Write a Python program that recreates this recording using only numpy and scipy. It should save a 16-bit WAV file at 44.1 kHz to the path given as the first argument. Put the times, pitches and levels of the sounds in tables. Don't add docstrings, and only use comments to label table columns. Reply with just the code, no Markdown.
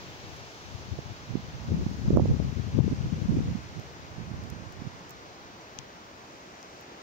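import sys
import numpy as np
from scipy import signal
from scipy.fft import rfft, irfft
from scipy.io import wavfile
from scipy.ndimage import uniform_filter1d, map_coordinates

SR = 44100
rng = np.random.default_rng(int(sys.argv[2]) if len(sys.argv) > 2 else 0)


def generate_wav(sig):
    pcm = np.round(np.clip(np.atleast_2d(sig).T, -1, 1) * 32767).astype(np.int16)
    wavfile.write(sys.argv[1], SR, pcm)


N = 309582
TIME = np.arange(N) / SR
FREQS = np.fft.rfftfreq(N, 1 / SR)


# time in seconds, turbulence level in dB, left minus right in dB.
GROUND_GUST = [(0, -50, -0.5), (0.42, -49, 10), (0.52, -58, 2), (0.86, -42.5, 6.5), (1.14, -51, -3),
               (1.5, -41.5, 2.5), (1.63, -42.5, -7), (1.78, -30, 1), (1.97, -41, 8.5), (2.15, -19.5, -3.5),
               (2.5, -39, 19), (2.86, -34, 6), (3.13, -37, 15), (3.5, -30.5, -5.5), (3.63, -44, -6.5),
               (3.92, -50.5, 5), (4.32, -41, -12.5), (4.6, -45.5, -15.5), (5.17, -56.5, -2),
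               (7.02, -71.5, 11)]
# start in seconds, length in seconds, level in dB, port (0 left, 1 right).
PORT_PUFFS = [(0.709, 0.05, -35, 0), (0.909, 0.027, -29, 0), (1.049, 0.073, -38.5, 0),
              (1.279, 0.12, -33, 1), (1.676, 0.16, -29, 0), (2.198, 0.124, -25, 1), (2.3, 0.026, -20, 0),
              (2.43, 0.07, -35, 1), (2.561, 0.036, -24.5, 0), (2.678, 0.081, -33.5, 1),
              (2.738, 0.15, -25.5, 0), (2.905, 0.026, -22.5, 1), (3.027, 0.039, -27.5, 1),
              (3.15, 0.02, -30, 1), (3.235, 0.03, -25.5, 0), (3.295, 0.092, -24.5, 1),
              (3.34, 0.072, -24, 0), (3.751, 0.057, -33.5, 1), (4.18, 0.06, -38, 1), (4.301, 0.017, -32, 1),
              (4.348, 0.047, -34.5, 0), (4.363, 0.022, -40, 1), (4.764, 0.11, -41.5, 1)]

def turbulence(attack_s=0.014, release_s=0.013):
    gust_db, lean_db = curves(GROUND_GUST)
    power = undb(gust_db + np.array([lean_db, -lean_db]) / 2) ** 2
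    for onset, length, db, port in PORT_PUFFS:
        rise = (TIME - onset) / attack_s
        fall = 1 - (TIME - onset - length) / release_s
        power[port] += (undb(db) * np.clip(np.minimum(rise, fall), 0, 1)) ** 2
    return 10 * np.log10(power)


# frequency in Hz, relative level in dB.
BUFFET_SPECTRUM = [(15, -22.5), (40, -17), (70, 0.5), (110, 1.5), (195, -2), (300, -11), (460, -21),
                   (580, -28), (800, -41.5), (1500, -57), (3000, -82)]

def buffeting(level_db, gain_db, bass_db, brighten, churn_db, surge_db):
    still_db, moderate_db = -50, -24
    wander_db = churn_db * walk(70) + surge_db * np.tanh(walk(26))
    force_db = np.maximum(level_db, still_db) + wander_db - moderate_db
    bass_shelf = response([(50, bass_db), (130, 0)])
    bands = list(octaves(noise() * response(BUFFET_SPECTRUM) * bass_shelf, count=7))
    rms = np.sqrt(uniform_filter1d(sum(band for _, band in bands) ** 2, size=1500))
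    tilt_db = brighten * force_db
    rumble = sum(band * undb(tilt_db * np.clip(np.log2(hz / 125), 0, 1.5)) for hz, band in bands)
    return rumble / rms * undb(level_db + wander_db + gain_db)


# time in seconds, level in dB, centre frequency in Hz,
# length in cycles, port (0 left, 1 right).
EDDIES = [(0.9891, -22, 397, 1.5, 1), (0.9912, -23, 127, 1.4, 1), (1.3556, -12, 212, 1.24, 1),
          (1.7208, -14.5, 182, 0.9, 0), (1.7428, -14.5, 160, 3.8, 0), (1.8661, -12, 145, 1.06, 1),
          (1.9150, -21.5, 210, 1.8, 0), (2.0833, -9.5, 129, 1.5, 0), (2.107, -6, 265, 1.02, 1),
          (2.1410, -8.5, 130, 1.4, 0), (2.1730, 0, 292, 0.86, 1), (2.185, -14, 520, 1.8, 1),
          (2.1974, -9, 480, 1.2, 1), (2.203, -10.5, 328, 1.7, 1), (2.2233, -9, 150, 1.8, 1),
          (2.258, -14.5, 388, 1.3, 1), (2.3150, -12, 135, 2.2, 1), (2.4010, -18, 330, 0.98, 0),
          (2.7897, -6.5, 207, 0.96, 0), (2.8070, -5.5, 126, 2.2, 0), (2.8690, -14.5, 190, 3, 0),
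          (2.8799, -14, 260, 1.1, 0), (2.9149, -21, 188, 1.6, 1), (2.9234, -16.5, 129, 0.8, 1),
          (3.2950, -10.5, 189, 3.8, 1), (3.3082, -13.5, 150, 1.4, 1), (3.3714, -11.5, 240, 1.86, 0),
          (3.4060, -14.5, 200, 1.3, 0), (3.5557, -18, 204, 2.8, 1), (4.8211, -23.5, 169, 1.6, 1),
          (4.8724, -23, 135, 1.9, 1)]

def thumps(gain_db, crack_db, crack_hz=680, crack_decay_s=0.0029):
    out = np.zeros((2, N))
    rim = signal.butter(3, [crack_hz / 2, crack_hz * 1.29], "band", fs=SR, output="sos")
    for centre_s, db, hz, cycles, port in EDDIES:
        near = abs(TIME - centre_s) < .04
        age = TIME[near] - centre_s
        spread = 3 * cycles ** 2
        swing = -np.imag((1 - 2j * np.pi * hz * age / spread) ** -(spread + 1))
        since_push = age + 1 / (4 * hz)
        burst = rng.standard_normal(len(age)) * np.exp(-abs(since_push) / crack_decay_s)
        crack = undb(crack_db + db / 2) * unit_peak(signal.sosfilt(rim, burst))
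        out[port, near] += undb(db + gain_db) * (unit_peak(swing) + crack)
    return out


# frequency in Hz, relative level in dB, decay time in milliseconds.
TWIG_MODES = [(3130, -6, 0.2), (5840, -1.5, 0.18), (7200, -7, 0.17), (11800, -17, .2), (14000, -21, .15)]

def snap(at_s=5.7886, level_db=-12.5, pan_db=23):
    out = np.zeros((2, N))
    age = TIME[:256] - TIME[128]
    ring = sum(undb(db) * np.cos(2 * np.pi * hz * age) / np.cosh(age * 1000 / decay_ms)
               for hz, db, decay_ms in TWIG_MODES)
    start = int((at_s + age[0]) * SR)
    out[:, start:start + len(age)] = np.outer(undb([level_db, level_db - pan_db]), unit_peak(ring))
    return out


def knock(at_s=5.79, level_db=-34.5, hz=131, decay_s=0.017):
    age = np.maximum(TIME - at_s, 0)
    ring = np.sin(2 * np.pi * hz * age) * np.exp(-age / decay_s)
    return np.outer([undb(level_db), 0], ring)


# time in seconds, level in dB, ring frequency in Hz, decay time in milliseconds,
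# left minus right in dB.
DRY_TICKS = [(0.3644, -32, 10500, 0.26, -16), (2.171, -28.5, 12000, 0.63, -15),
             (3.798, -28, 13900, .3, -12), (4.438, -33, 13900, .3, -12), (4.5018, -19.5, 12600, 0.067, -20),
             (4.7246, -30, 7600, 0.081, 11), (5.0952, -27, 14800, 0.41, -20),
             (5.1077, -27.5, 14700, .45, -20), (5.613, -39, 6000, .3, 9), (6.629, -30, 5700, 0.27, 19),
             (6.8107, -29.5, 14000, 0.25, -13)]

def ticks(gain_db, grit, low_share, top_hz=15700):
    out = np.zeros((2, N))
    age = TIME[:256] - TIME[128]
    for at_s, db, hz, decay_ms, pan_db in DRY_TICKS:
        passband = signal.butter(4, [low_share * hz, top_hz], "band", fs=SR, output="sos")
        envelope = np.exp(-abs(age) * 1000 / decay_ms)
        gritty_ring = np.cos(2 * np.pi * hz * age) + grit * rng.standard_normal(len(age))
        tick = signal.sosfilt(passband, gritty_ring * envelope)
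        sides = undb(np.minimum([pan_db, -pan_db], 0) + db + gain_db)
        start = int((at_s + age[0]) * SR)
        out[:, start:start + len(age)] += np.outer(sides, unit_peak(tick))
    return out


# time in seconds, roar in dB, hiss in dB (both used about their means),
# boost or cut of the twig band in dB.
CROWN_WIND = [(0, -53.5, -53, 2), (0.7, -54.5, -54.5, 2), (1.9, -54.5, -53.5, -2.5), (2.6, -54.5, -54, 2),
              (3.4, -54, -55, 1.8), (4.8, -54, -56, -2.5), (6, -55, -57.5, -0.5), (6.5, -55, -57.5, 2),
              (7.02, -54.5, -58, 3.5)]
# frequency in Hz, spectral level in dB.
ROAR_SPECTRUM = [(20, -103), (60, -84.5), (130, -80.5), (220, -80), (320, -77), (520, -79.5), (950, -80.5),
                 (1500, -83.5), (2400, -89), (4000, -100), (8000, -116)]
HISS_SPECTRUM = [(500, -112), (1500, -92.5), (2500, -91), (4000, -91.5), (6000, -91.5), (9000, -99.5),
                 (16000, -96)]

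def treetops(twig_hz=2300, twig_q=1.4, hiss_pan_db=2):
    roar_db, hiss_db, twig_db = curves(CROWN_WIND)
    roar = canopy(ROAR_SPECTRUM, direct_share=0.44, sway_db=.5, flutter_db=.5)
    hiss = canopy(HISS_SPECTRUM, direct_share=0.17, sway_db=1.06, flutter_db=0.28)
    twig_band = signal.lfilter(*signal.iirpeak(twig_hz, twig_q, fs=SR), hiss)
    hiss += twig_band * (undb(twig_db) - 1)
    lean_db = np.array([[hiss_pan_db], [-hiss_pan_db]]) / 2
    return roar * undb(roar_db - roar_db.mean()) + hiss * undb(hiss_db - hiss_db.mean() + lean_db)


# time in seconds, lead at the left port in milliseconds.
CROWN_LEAD = [(0, 0.27), (1.2, 0.31), (3.5, 0.35), (7.02, 0.41)]

def canopy(spectrum, direct_share, sway_db, flutter_db, port_spacing_ms=0.46):
    coherence = np.sinc(2 * FREQS * port_spacing_ms / 1000)
    mid = noise() * np.sqrt((1 + coherence) / 2)
    side = noise() * np.sqrt((1 - coherence) / 2)
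    diffuse = np.array([mid + side, mid - side])
    crown = rng.standard_normal(N) * np.sqrt(SR / 2)
    lag = curves(CROWN_LEAD)[0] * SR / 1000
    delayed = map_coordinates(crown, [np.arange(N) - lag], order=3, mode="mirror")
    direct = rfft(np.array([crown, delayed]))
    field = np.sqrt(1 - direct_share) * diffuse + np.sqrt(direct_share) * direct
    return sum(band * undb(sway_db * walk(1.52) + flutter_db * walk(13))
               for _, band in octaves(field * response(spectrum), count=10))


def undb(db):
    return 10 ** (np.asarray(db) / 20)


def unit_peak(x):
    return x / abs(x).max()


def curves(table):
    times, *columns = np.transpose(table)
    return [np.interp(TIME, times, column) for column in columns]


def response(points):
    hz, db = np.transpose(points)
    return undb(np.interp(np.log(FREQS + 1), np.log(hz), db))


def noise():
    return rfft(rng.standard_normal(N)) * np.sqrt(SR / 2)


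def octaves(spectrum, count, lowest_hz=31.25):
    octave = np.clip(np.log2((FREQS + 1) / lowest_hz), 0, count - 1)
    for k in range(count):
        yield lowest_hz * 2 ** k, irfft(spectrum * np.maximum(1 - abs(octave - k), 0), N)


def walk(rate_hz):
    knots = rng.standard_normal(2048)
    return map_coordinates(knots, [TIME[::64] * rate_hz], order=3, mode="mirror").repeat(64)[:N]


def scene():
    left_db, right_db = turbulence()
    left = buffeting(left_db, gain_db=1.0, bass_db=1.5, brighten=0.46, churn_db=3.0, surge_db=1.64)
    right = buffeting(right_db, gain_db=0, bass_db=-1.5, brighten=0.22, churn_db=2.5, surge_db=1.3)
    wind = np.array([left, right]) + treetops() + thumps(gain_db=-1.5, crack_db=-17)
    return wind + snap() + knock() + ticks(gain_db=2.0, grit=0.84, low_share=0.34)


def gain_control(x, threshold_db, ratio, memory_s):
    pole = np.exp(-1 / (memory_s * SR))
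    rms = np.sqrt(signal.lfilter([1 - pole], [1, -pole], np.max(x ** 2, axis=0)))
    return x * np.maximum(rms / undb(threshold_db), 1) ** (1 / ratio - 1)


# frequency in Hz, gain in dB.
MICROPHONE_RESPONSE = [(6500, 0), (7300, -5), (8100, -11.5), (11000, -16), (13900, -19.5), (14700, -7),
                       (15500, -9.5)]

def record(dry, top_hz=15700):
    coloured = irfft(rfft(dry) * response(MICROPHONE_RESPONSE), N)
    held = gain_control(coloured, threshold_db=-19, ratio=2.3, memory_s=0.014)
    return signal.sosfilt(signal.ellip(10, .2, 70, top_hz, fs=SR, output="sos"), held)


dry = scene()
out = record(dry)
generate_wav(out)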